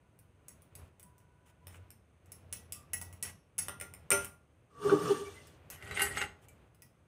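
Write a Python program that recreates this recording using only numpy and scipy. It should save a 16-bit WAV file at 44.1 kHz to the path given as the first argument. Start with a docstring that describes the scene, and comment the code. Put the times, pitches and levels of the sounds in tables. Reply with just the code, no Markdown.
"""In a small hard kitchen, a steel spoon and a metal bowl are handled on a stone counter by a lit stove.
Spoon clinks, counter knocks and bowl taps are noisy cracks plus ringing tones that die away.
The bowl is dragged with a juddering groan, then scrapes and clatters to rest: many tiny random slips
drive its resonances. Steady filtered noise makes the burner. Echoes of the kitchen follow the contacts.
"""
import sys
import numpy as np
from scipy import signal
from scipy.io import wavfile
from scipy.ndimage import uniform_filter1d

SR = 44100
rng = np.random.default_rng(int(sys.argv[2]) if len(sys.argv) > 2 else 0)


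def log_audio(samples):
    """Write samples as a 16-bit WAV file to the path given in sys.argv[1]."""
    # one column per channel
    frames = np.atleast_2d(samples).T
    # limit to full scale, then quantise
    limited = np.clip(frames, -1, 1)
    pcm = np.round(limited * 32767).astype(np.int16)
    wavfile.write(sys.argv[1], SR, pcm)


N = 311787
TIME = np.arange(N) / SR
HALF_SECOND = np.arange(SR // 2) / SR
SPLIT_HZ = 4200  # the treble of a contact lies above this, its middle below


def amp(db):
    """Turns decibels into a gain."""
    return 10 ** (np.asarray(db) / 20)


def evened(x):
    """Scales a sound to an average (rms) level of 1."""
    return x / np.sqrt(np.mean(x ** 2) + 1e-20)


def peaked(x, size=128):
    """Scales a sound so that its loudest stretch of `size` samples has rms 1."""
    return x / np.sqrt(uniform_filter1d(x ** 2, size).max())


def read(points, hz):
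    """Reads a table by frequency, joined by straight lines over log frequency."""
    f, value = np.transpose(points)
    return np.interp(np.log(hz + 1), np.log(f + 1), value)


def level(rows, lag_s=0):
    """Turns a dB curve over time into a gain, silent outside its span."""
    s, db = np.transpose(rows)
    return amp(np.interp(TIME - lag_s, s, db, left=-np.inf, right=-np.inf))


def spells(rows, fade_s, column=2):
    """Gain that fades in, holds one dB column of each row, and fades out."""
    gain = 0
    for row in rows:
        to_nearest_end = np.minimum(TIME - row[0], row[1] - TIME)
        gain = gain + amp(row[column]) * np.clip(to_nearest_end / fade_s + .5, 0, 1)
    return gain


def add(mix, s, sound):
    """Mixes a sound in at time s."""
    part = mix[max(round(s * SR), 0):][:len(sound)]
    part += sound[:len(part)]


def colour(x, points, size=2048):
    """Gives a sound the spectrum in a table, with a filter that never acts ahead of time."""
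    log_gain = np.log(amp(read(points, abs(np.fft.fftfreq(size, 1 / SR)))))
    # minimum phase: the filter responds as early as its spectrum allows
    taps = np.fft.ifft(np.exp(np.conj(signal.hilbert(log_gain)))).real
    return signal.oaconvolve(x, taps[:size // 2])[:len(x)]


def band(x, hz, kind, order=4):
    """Keeps the highs, the lows or a band (Butterworth filter)."""
    return signal.sosfilt(signal.butter(order, hz, kind, fs=SR, output="sos"), x)


def resonances(x, peaks):
    """Lets a sound drive resonances side by side, each at its own level; rms 1."""
    out = 0
    for hz, width, db in peaks:
        # two passes make the peak steep; together they narrow it, so each is made wider
        b, a = signal.iirpeak(hz, hz / (1.5 * width), SR)
        once = signal.lfilter(b, a, x)
        out = out + amp(db) * evened(signal.lfilter(b, a, once))
    return evened(out)


def ringing(modes, vary_db=2):
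    """Half a second of ringing tones (modes), each woken a little differently; t60 = time to fall 60 dB."""
    hz, db, t60 = np.transpose(modes)
    strength = amp(db + vary_db * rng.uniform(-1.4, 1, len(hz)))
    woken = strength * np.exp(2j * np.pi * rng.random(len(hz)))
    swing_and_decay = 2j * np.pi * hz[:, None] - np.log(1000) / t60[:, None]
    return (woken @ np.exp(swing_and_decay * HALF_SECOND)).real


def after_ring(rows, modes, rise_s):
    """Modes that swell a moment after the contact, then die away."""
    out = np.zeros(N)
    for s, db in rows:
        ring = ringing(modes, vary_db=-0.5) * (1 - np.exp(-HALF_SECOND / rise_s))
        add(out, s, amp(db) * peaked(ring, size=512))
    return out


# a firmer blow rings louder and booms more: dB gained for each dB above a firm blow
FIRM_DB, RING_GROWTH, THUMP_GROWTH = -26, 0.39, 0.54


def strikes(rows, modes, crack_colour, crack_t60, ring_db):
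    """Each blow is a short crack plus ringing modes; each row sets how strong it is below the treble."""
    out = np.zeros(N)
    # steel meets a hard surface: most of the push comes in the first millisecond
    snap = 2.5 * np.exp(-HALF_SECOND / .0008)
    force = snap + np.exp(-np.log(1000) * HALF_SECOND / crack_t60)
    onset = 1 - np.exp(-HALF_SECOND / 0.000067)
    for s, treble_db, middle_db in rows:
        noise = rng.standard_normal(len(HALF_SECOND))
        crack = peaked(colour(noise * force, crack_colour))
        ring_gain = amp(ring_db + RING_GROWTH * (treble_db - FIRM_DB))
        blow = crack + ring_gain * ringing(modes) * onset
        treble = peaked(band(blow, SPLIT_HZ, "high"))
        middle = peaked(band(blow, SPLIT_HZ, "low"))
        add(out, s, amp(treble_db) * (treble + amp(middle_db) * middle))
    return out


def thumps(rows, firm_db, rise_s, fall_s, low_hz=65, high_hz=190):
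    """The counter takes up each blow as a dull boom that swells and fades."""
    out = np.zeros(N)
    swell = (1 - np.exp(-HALF_SECOND / rise_s)) * np.exp(-HALF_SECOND / fall_s)
    for s, treble_db, _ in rows:
        noise = rng.standard_normal(len(HALF_SECOND))
        boom = band(noise, [low_hz, high_hz], "band", order=2) * swell
        gain = amp(firm_db + THUMP_GROWTH * (treble_db - FIRM_DB))
        add(out, s, gain * peaked(boom, size=1024))
    return out


def friction(per_s, spread_db):
    """Tiny slips of uneven size at random moments."""
    unevenness = np.minimum(rng.exponential(1, N), 4)
    sizes = amp(spread_db * unevenness) * rng.choice([-1., 1.], N)
    return evened(sizes * (rng.random(N) < per_s / SR))


def flutter(rate_hz, depth_db):
    """Uneven contact pressure, as a gain that wanders at random."""
    return amp(depth_db * evened(band(rng.standard_normal(N), rate_hz, "low", order=2)))


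def grains(per_s, spread_db, depth_db, count=16):
    """Fine friction grains: each range of pitch flickers on its own."""
    edges_hz = np.linspace(10, 127, count + 1) ** 2
    out = np.zeros(N)
    for pair in zip(edges_hz, edges_hz[1:]):
        out += band(friction(per_s, spread_db), pair, "band", order=2) * flutter(30, depth_db)
    return evened(out)


# how long the kitchen echoes at each pitch: (frequency [Hz], t60 [s])
KITCHEN_T60 = [(80, 0.24), (250, 0.15), (600, 0.55), (2000, 0.28), (5000, 0.3), (9000, 0.21), (15000, 0.2)]


def kitchen(x, wet_db, near_db, build_s=0.0068, size=32768):
    """Direct sound, a few quick reflections from counter and wall, and a tail that dies band by band."""
    taps = rng.choice([-1., 1.], size) * (rng.random(size) < .2)
    hz, t, z = signal.stft(taps, SR, nperseg=256)
    decay = amp(-60 * t / read(KITCHEN_T60, hz)[:, None])
    tail = signal.istft(z * decay, SR, nperseg=256)[1][:size]
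    tail *= 1 - np.exp(-np.arange(size) / SR / build_s)
    echo = amp(wet_db) * tail / np.linalg.norm(tail)
    delays = (SR * (.001 + .012 * rng.random(8))).astype(int)
    echo[delays] += amp(near_db) * rng.choice([-1., 1.], len(delays))
    return x + signal.fftconvolve(x, echo)[:N]


# spectrum of burner and kitchen air: (frequency [Hz], level [dB])
AIR_COLOUR = [(15, -65), (25, -28.5), (75, 1), (160, -7), (215, -16.5), (598, -16.5), (722, -20),
              (970, -23.5), (1080, -22.5), (1490, -25), (1660, -27.5), (2560, -28), (5430, -46),
              (15500, -49.5)]
# where the sizzle is strongest: (frequency [Hz], width [Hz], level [dB])
SIZZLE_PEAKS = [(6430, 420, 4), (8840, 1600, 9)]
# spells of a faint far tone: (start [s], end [s], level [dB])
FAR_TONE = [(0, 1.1, -83), (1.03, 1.88, -76)]
# pitches of that tone: (frequency [Hz], width [Hz], level [dB])
FAR_TONE_LINES = [(984, 27, 8.5), (1480, 35, 3)]
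BURNER_RUMBLE_DB, BURNER_HISS_DB, SIZZLE_DB = -67, -73.5, -88  # all steady


def stove(split_hz=270):
    """Filtered noise gives burner rumble and hiss and a far tone; tiny random pops give a faint sizzle."""
    air = colour(rng.standard_normal(N), AIR_COLOUR, size=8192)
    rumble = amp(BURNER_RUMBLE_DB) * evened(band(air, split_hz, "low"))
    hiss = amp(BURNER_HISS_DB) * evened(band(air, split_hz, "high"))
    sizzle = amp(SIZZLE_DB) * resonances(friction(per_s=11000, spread_db=3.5), SIZZLE_PEAKS)
    far_tone = resonances(rng.standard_normal(N), FAR_TONE_LINES)
    return rumble + hiss + sizzle + spells(FAR_TONE, fade_s=0.023) * far_tone


# light spoon clinks: (time [s], treble level [dB], middle level above treble [dB])
CLINK_HITS = [(.19, -49, -22), (.4833, -37, -18), (.6201, -51.5, -20), (.7528, -37, -24),
              (.9968, -44.5, -15), (1.0295, -45, -22), (1.181, -54.5, -15), (1.2027, -64, -4),
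              (2.259, -57, -15), (2.3195, -36, -24), (2.5266, -27, -17), (2.7227, -27.5, -24.5),
              (2.9339, -22.5, -17.5), (3.0141, -31, -13.5), (3.1272, -40.5, -14.5), (3.2266, -23.5, -22),
              (3.5813, -24, -29.5), (3.5875, -23, -18), (4.2464, -32.5, -18), (5.4709, -49, -14.5),
              (5.7018, -34.5, -11.5), (6.4851, -48, -14), (6.7471, -57.5, -8.5), (6.821, -43.5, -16)]
# ringing modes of the spoon: (frequency [Hz], level [dB], t60 [s])
SPOON_MODES = [(1945, -6, .24), (2160, -12, .14), (2600, -7, .07), (5500, -26, .3), (5540, -22, .12),
               (6075, -27, .3), (8150, -16, .06), (10430, -9, .08), (10500, 1, .07), (10508, -15, .3),
               (11570, -25, .3), (12100, -18, .07), (15150, -20, .09)]
# colour of the spoon's first crack: (frequency [Hz], level [dB])
SPOON_CRACK_COLOUR = [(150, 4.5), (800, 3.5), (2700, 2), (4200, -14.5), (5200, -9.5), (5850, -8),
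                      (6500, -5.5), (7200, -6.5), (8200, 1.5), (9800, -2), (10500, 1), (11200, -8),
                      (12100, 0.5), (13800, -19), (15300, 0.5)]


def spoon_clinks():
    """Light touches of the spoon: a tiny crack, then the spoon's own ringing modes."""
    return strikes(CLINK_HITS, SPOON_MODES, SPOON_CRACK_COLOUR, crack_t60=.018, ring_db=-9)


def counter_thumps():
    """The counter booms dully under every clink, knock and tap."""
    light = thumps(CLINK_HITS, firm_db=-59.5, rise_s=0.04, fall_s=0.065)
    return light + thumps(KNOCK_HITS + TAP_HITS, firm_db=-54.5, rise_s=0.029, fall_s=0.06)


# spells in which hands move things about on the counter:
# (start [s], end [s], rustle and rumble level [dB], low hum level [dB])
HANDLING_SPELLS = [(.42, .7, -71, -76), (.76, .87, -61, -55), (1.64, 1.9, -68.5, -60),
                   (2.25, 3.36, -68, -58), (3.6, 4.33, -67, -63.5), (4.8, 5.8, -65, -66.5),
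                   (5.85, 6.28, -53.5, -58.5), (6.28, 6.7, -68, -81)]
# the low hum: (frequency [Hz], width [Hz], level [dB])
LOW_HUM = [(88.5, 4.6, 0)]


def handling(rumble_db=3, rustle_db=-1, split_hz=270, fade_s=0.12):
    """Moving hands bring a soft rumble and rustle, and a low hum swells with them."""
    noise = colour(rng.standard_normal(N), AIR_COLOUR, size=8192)
    rumble = amp(rumble_db) * evened(band(noise, split_hz, "low"))
    rustle = amp(rustle_db) * evened(band(noise, split_hz, "high"))
    hum = resonances(rng.standard_normal(N), LOW_HUM)
    rub = spells(HANDLING_SPELLS, fade_s, column=2) * (rumble + rustle)
    return rub + spells(HANDLING_SPELLS, fade_s, column=3) * hum


# steel brushing over the counter: (start [s], length [s], level [dB])
SCUFF_STROKES = [(1.45, 0.069, -65), (0.765, 0.14, -73), (1.662, 0.064, -63), (1.711, 0.076, -60),
                 (3.224, 0.094, -48), (3.596, 0.1, -60), (4.136, 0.15, -48), (5.707, 0.066, -51.5),
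                 (6.411, 0.053, -65)]
# colour of the strokes: (frequency [Hz], level [dB])
STROKE_COLOUR = [(200, 2.5), (1800, 5.5), (3000, 4.5), (4200, -9), (6500, -3), (9200, 2), (12500, -9.5),
                 (15300, -5)]


def scuffs():
    """Short crunchy strokes of steel over stone, made of tiny slips."""
    out = np.zeros(N)
    grit = evened(colour(friction(per_s=2200, spread_db=0.0), STROKE_COLOUR))
    for s, length, db in SCUFF_STROKES:
        stroke = grit[int(s * SR):][:int(length * SR)]
        add(out, s, amp(db) * stroke * signal.windows.tukey(len(stroke), .5))
    return out


# harder knocks of steel on the counter: (time [s], treble level [dB], middle level above treble [dB])
KNOCK_HITS = [(1.670, -45.5, -6.5), (1.745, -64, 9.5), (1.9047, -47.5, -13.5), (3.684, -34, -2.5),
              (3.800, -40, -9.5), (3.812, -35, -5), (3.938, -43.5, -9), (4.1048, -19.5, -12),
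              (4.1158, -27, 4), (4.1203, -21, -20.5)]
# ringing modes of the knocked steel: (frequency [Hz], level [dB], t60 [s])
STEEL_MODES = [(1170, -10, 0.184), (1402, -4, 0.22), (1945, -3.5, 0.13), (2080, -26, .15),
               (3050, -9.5, 0.071), (5400, -22, 0.2), (6130, -12.5, 0.16), (8670, -3.5, 0.024),
               (9600, -10, 0.2), (9040, -8, 0.183), (8960, 24, 0.0085), (9200, -1.5, 0.26),
               (10580, -19.5, .3), (11910, -16, 0.22)]
# colour of each knock's first crack: (frequency [Hz], level [dB])
STEEL_CRACK_COLOUR = [(100, -5.5), (450, 2.5), (950, -1.5), (1550, 5.5), (2800, 1), (4500, -17.5),
                      (5300, -4), (6200, -12.5), (8200, -7.5), (9000, 8), (10000, -5.5), (12400, 3),
                      (13600, -16), (15300, -2.5)]


def counter_knocks():
    """The steel knocks down on the counter: a crack, then the steel's ringing modes."""
    return strikes(KNOCK_HITS, STEEL_MODES, STEEL_CRACK_COLOUR, crack_t60=0.017, ring_db=-14.5)


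# clinks near the middle of the spoon make its handle sing: (time [s], level [dB])
HANDLE_PINGS = [(2.527, -59), (2.934, -48), (3.014, -55), (3.227, -49), (3.275, -54), (6.822, -68)]
# bending modes of the handle: (frequency [Hz], level [dB], t60 [s])
HANDLE_MODES = [(1945, 0, .24), (2590, -2, .07), (5500, -18, .24)]


def handle_pings():
    """The spoon's handle bends to and fro and sings after some clinks."""
    return after_ring(HANDLE_PINGS, HANDLE_MODES, rise_s=0.0012)


# thin squeaks of sliding metal: (middle [s], length [s], level [dB], slip rate [per s])
THIN_SQUEAKS = [(2.791, 0.18, -66, 1170), (4.898, .006, -26.5, 1400), (5.059, 0.0081, -34, 1240),
                (5.269, 0.055, -53, 2310), (5.38, 0.095, -58, 2050)]
# the bowl's foot catches on the stone: (time [s], level [dB])
FOOT_CATCHES = [(4.861, -11.5), (4.931, -1), (4.972, -11), (5.006, -25), (5.113, -4), (5.214, -23),
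                (5.284, -28)]
# each catch squeaks, hoots, then drones:
# (delay to the middle [s], length [s], level [dB], slip rate [per s], growth [dB per dB of the catch])
STAGES = [(-.024, .022, -31.5, 1165, 1), (0, .054, -20, 402, 1), (0.013, .095, -24.5, 304, 4.4)]
# overtones of the slips: (multiple of the slip rate [-], level [dB])
SLIP_PARTIALS = [(1, 7.5), (2, -14.5), (3, -13.5), (4, -35)]


def judders(jitter=0.023):
    """For moments the slips lock to a resonance and the sliding metal hoots or squeaks."""
    out = np.zeros(N)
    wander = evened(uniform_filter1d(rng.standard_normal(N), 150))
    bursts = []
    for s, catch_db in FOOT_CATCHES:
        for delay, length, db, hz, growth in STAGES:
            bursts.append((s + delay, length, db + growth * catch_db, hz))
    for s, length, db, hz in bursts + THIN_SQUEAKS:
        count = int(length * SR)
        # the pitch wavers slightly; turns counts the slips so far
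        turns = np.cumsum(hz * (1 + jitter * wander[int(s * SR):][:count])) / SR
        tone = sum(amp(part_db) * np.sin(2 * np.pi * round(k) * turns) for k, part_db in SLIP_PARTIALS)
        add(out, s - length / 2, amp(db) * evened(tone) * np.hanning(count))
    return out


# heavy knocks leave a longer ring in the worktop and the steel: (time [s], level [dB])
HEAVY_KNOCKS = [(3.685, -56), (3.813, -57), (4.106, -43), (4.123, -31)]
# modes of that ring: (frequency [Hz], level [dB], t60 [s])
WORKTOP_MODES = [(290, -10, .15), (396, -1, .27), (581, 0, .24), (700, -14, .25), (904, -12, .25),
                 (5495, -16, .26), (6067, -5, .26), (11540, -11, .26)]


def worktop_ring():
    """Worktop and steel ring on together after the heavy knocks."""
    return after_ring(HEAVY_KNOCKS, WORKTOP_MODES, rise_s=0.0061)


# speed of the dragged bowl, as the level of its grit: (time [s], level [dB])
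DRAG_SPEED = [(4.7, -83), (4.8, -65), (4.838, -52), (4.918, -47), (4.968, -52), (5.094, -44.5),
              (5.19, -53.5), (5.538, -70.5), (5.58, -81.5)]
# low resonances of the bowl pressed to the counter: (frequency [Hz], width [Hz], level [dB])
GROAN_PEAKS = [(129, 22.5, -5.5), (160.4, 14, -10), (262, 23, -7.5), (310.2, 2.5, -8.5), (418, 7.3, -3),
               (470.4, 24, -5.5), (570, 86, -10), (781, 66, -15.5), (908, 60, -12.5)]
# its higher, rasping resonances: (frequency [Hz], width [Hz], level [dB])
RASP_PEAKS = [(1155, 35, 0), (1260, 35, -6), (1440, 220, -10)]
# colour of the grit under the foot: (frequency [Hz], level [dB])
GRIT_COLOUR = [(1060, -9), (1800, -3), (2140, -13), (2750, -1.5), (3260, -4), (4090, -10.5), (4430, -7.5),
               (4940, -11), (6130, -7.5), (7820, -13), (8550, -5), (9530, -10.5), (10300, -17),
               (14600, -21.5), (15500, -26.5)]
FULL_SPEED_DB = -45.5
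# the hand bears down at the start of the drag, then eases off, so groan and rasp fade before the grit
PRESS_S, EASE_DB_PER_S = 4.93, 41
GROAN_GROWTH, RASP_GROWTH, GROAN_LAG_S = 1.12, 0.94, 0.016  # dB per dB of speed; the groan builds up late


def drag(groan_db=-32, rasp_db=-38, grit_db=-1):
    """The bowl's foot slips over the stone in tiny steps, which drive the damped bowl."""
    slips = friction(per_s=4000, spread_db=3)
    pressure = amp(-EASE_DB_PER_S * np.maximum(TIME - PRESS_S, 0))
    speed = level(DRAG_SPEED) / amp(FULL_SPEED_DB)
    late_speed = level(DRAG_SPEED, GROAN_LAG_S) / amp(FULL_SPEED_DB)
    groan = amp(groan_db) * pressure * late_speed ** GROAN_GROWTH * resonances(slips, GROAN_PEAKS)
    rasp = amp(rasp_db) * pressure * speed ** RASP_GROWTH * resonances(slips, RASP_PEAKS)
    grit = evened(colour(grains(per_s=2500, spread_db=3, depth_db=2.5), GRIT_COLOUR))
    return groan + rasp + amp(grit_db) * level(DRAG_SPEED) * grit


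# where the rim is touched, one mode sings out: (time [s], level [dB], frequency [Hz], t60 [s])
RIM_NOTES = [(5.702, -55, 11600, .25), (5.912, -54, 3940, .2), (5.945, -49, 8420, .16),
             (6.02, -37, 9950, .24), (6.173, -45, 8060, .25), (6.174, -50, 6540, .3),
             (6.486, -66, 2330, .15)]


def rim():
    """Single clear notes of the bowl's rim, each one dying mode."""
    return sum(after_ring([(s, db)], [(hz, 0, t60)], rise_s=.002) for s, db, hz, t60 in RIM_NOTES)


# the bowl pushed the last stretch, in two shoves: (time [s], rattle level [dB])
SHOVES = [(5.77, -58.5), (5.954, -42), (6.008, -30), (6.142, -45.5), (6.178, -34), (6.194, -38),
          (6.218, -35.5), (6.23, -42), (6.34, -80)]
# ringing modes of the bowl, also used by its taps: (frequency [Hz], level [dB], t60 [s])
BOWL_MODES = [(403.5, -2, 0.19), (792, -5, 0.19), (834, -6, 0.28), (1328, -1.5, 0.087), (1488, -10.5, .15),
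              (1410, -24, 0.157), (1525, 1.5, 0.1), (1907, 9, 0.051), (2024, -4, 0.06), (2125, 3, 0.073),
              (2730, -21, 0.13), (2690, -13.5, 0.18), (2806, 2, 0.16), (4000, -14, .18), (4644, -12, .18),
              (5200, -12.5, 0.13), (6540, -18, 0.16), (7000, -33, 0.177), (8030, -5.5, 0.25),
              (8080, -17, 0.12), (9250, -12, .12), (9250, 1.5, 0.1), (9944, -8, 0.14), (9950, 3.5, .14),
              (11800, -12.5, .1), (11650, -6, 0.155), (13300, -12.5, .16), (14300, -22.5, .1),
              (15350, -15, .12)]
# colour of the bowl's contacts, also used by its taps: (frequency [Hz], level [dB])
BOWL_CRACK_COLOUR = [(150, -13.5), (400, -8), (1000, -8), (1400, 6), (1700, 0.5), (2000, 9.5), (2500, -2.5),
                     (2850, -0.5), (3700, -9.5), (5700, -11), (8300, -1), (10800, -17.5), (12000, -7.5),
                     (15300, -27.5)]


def scrape(rattle_db=-1, ring_db=-2, treble_db=-11.5, treble_lag_s=0.005, width_hz=25):
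    """Held lightly, the sliding bowl chatters; as the contact wanders, different modes take the lead."""
    contacts = grains(per_s=900, spread_db=3, depth_db=4.5)
    ring = np.zeros(N)
    for hz, db, _ in BOWL_MODES:
        ring += amp(db) * resonances(contacts, [(hz, width_hz, 0)]) * flutter(9, 5)
    sound = amp(ring_db) * evened(ring) + evened(colour(contacts, BOWL_CRACK_COLOUR))
    rattle = amp(rattle_db) * level(SHOVES) * evened(band(sound, SPLIT_HZ, "low"))
    # the treble follows the rattle
    treble = amp(treble_db) * level(SHOVES, treble_lag_s) * evened(band(sound, SPLIT_HZ, "high"))
    return rattle + treble


# the bowl's foot tapping the counter: (time [s], treble level [dB], middle level above treble [dB])
TAP_HITS = [(5.825, -56.5, 14.5), (5.875, -55, 8.5), (5.911, -49, 16), (5.953, -56, 8.5),
            (5.973, -44, 16.5), (5.995, -36.5, 8), (6.008, -37.5, 13), (6.019, -22.5, -5), (6.172, -43, 16),
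            (6.215, -46, 22)]


def bowl_taps():
    """The bowl's foot clatters on the counter: a longer crack, then the bowl's ringing modes."""
    return strikes(TAP_HITS, BOWL_MODES, BOWL_CRACK_COLOUR, crack_t60=0.12, ring_db=-5)


def scene():
    """Spoon, bowl and stove in the kitchen."""
    mix = stove() + handling()
    mix += amp(-4) * kitchen(spoon_clinks(), wet_db=-1.5, near_db=-10.5)
    mix += kitchen(counter_knocks(), wet_db=-3, near_db=-11)
    mix += amp(-3.5) * kitchen(bowl_taps() + scrape() + scuffs(), wet_db=-12.5, near_db=-19)
    mix += kitchen(drag(), wet_db=-9.5, near_db=-13)
    mix += kitchen(judders(), wet_db=-10.5, near_db=-21.0)
    # these slow rings and booms go in without echoes
    mix += counter_thumps() + handle_pings() + worktop_ring() + rim()
    return mix[None]


def record(dry, edge_hz=15550):
    """The microphone drops the deepest bass; then everything above the upper edge is cut."""
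    thin = band(dry, 32, "high", order=2)
    low_pass = signal.firwin(255, edge_hz, window=("kaiser", 8), fs=SR)
    return signal.oaconvolve(thin, low_pass[None], "same")


dry = scene()
out = record(dry)
log_audio(out)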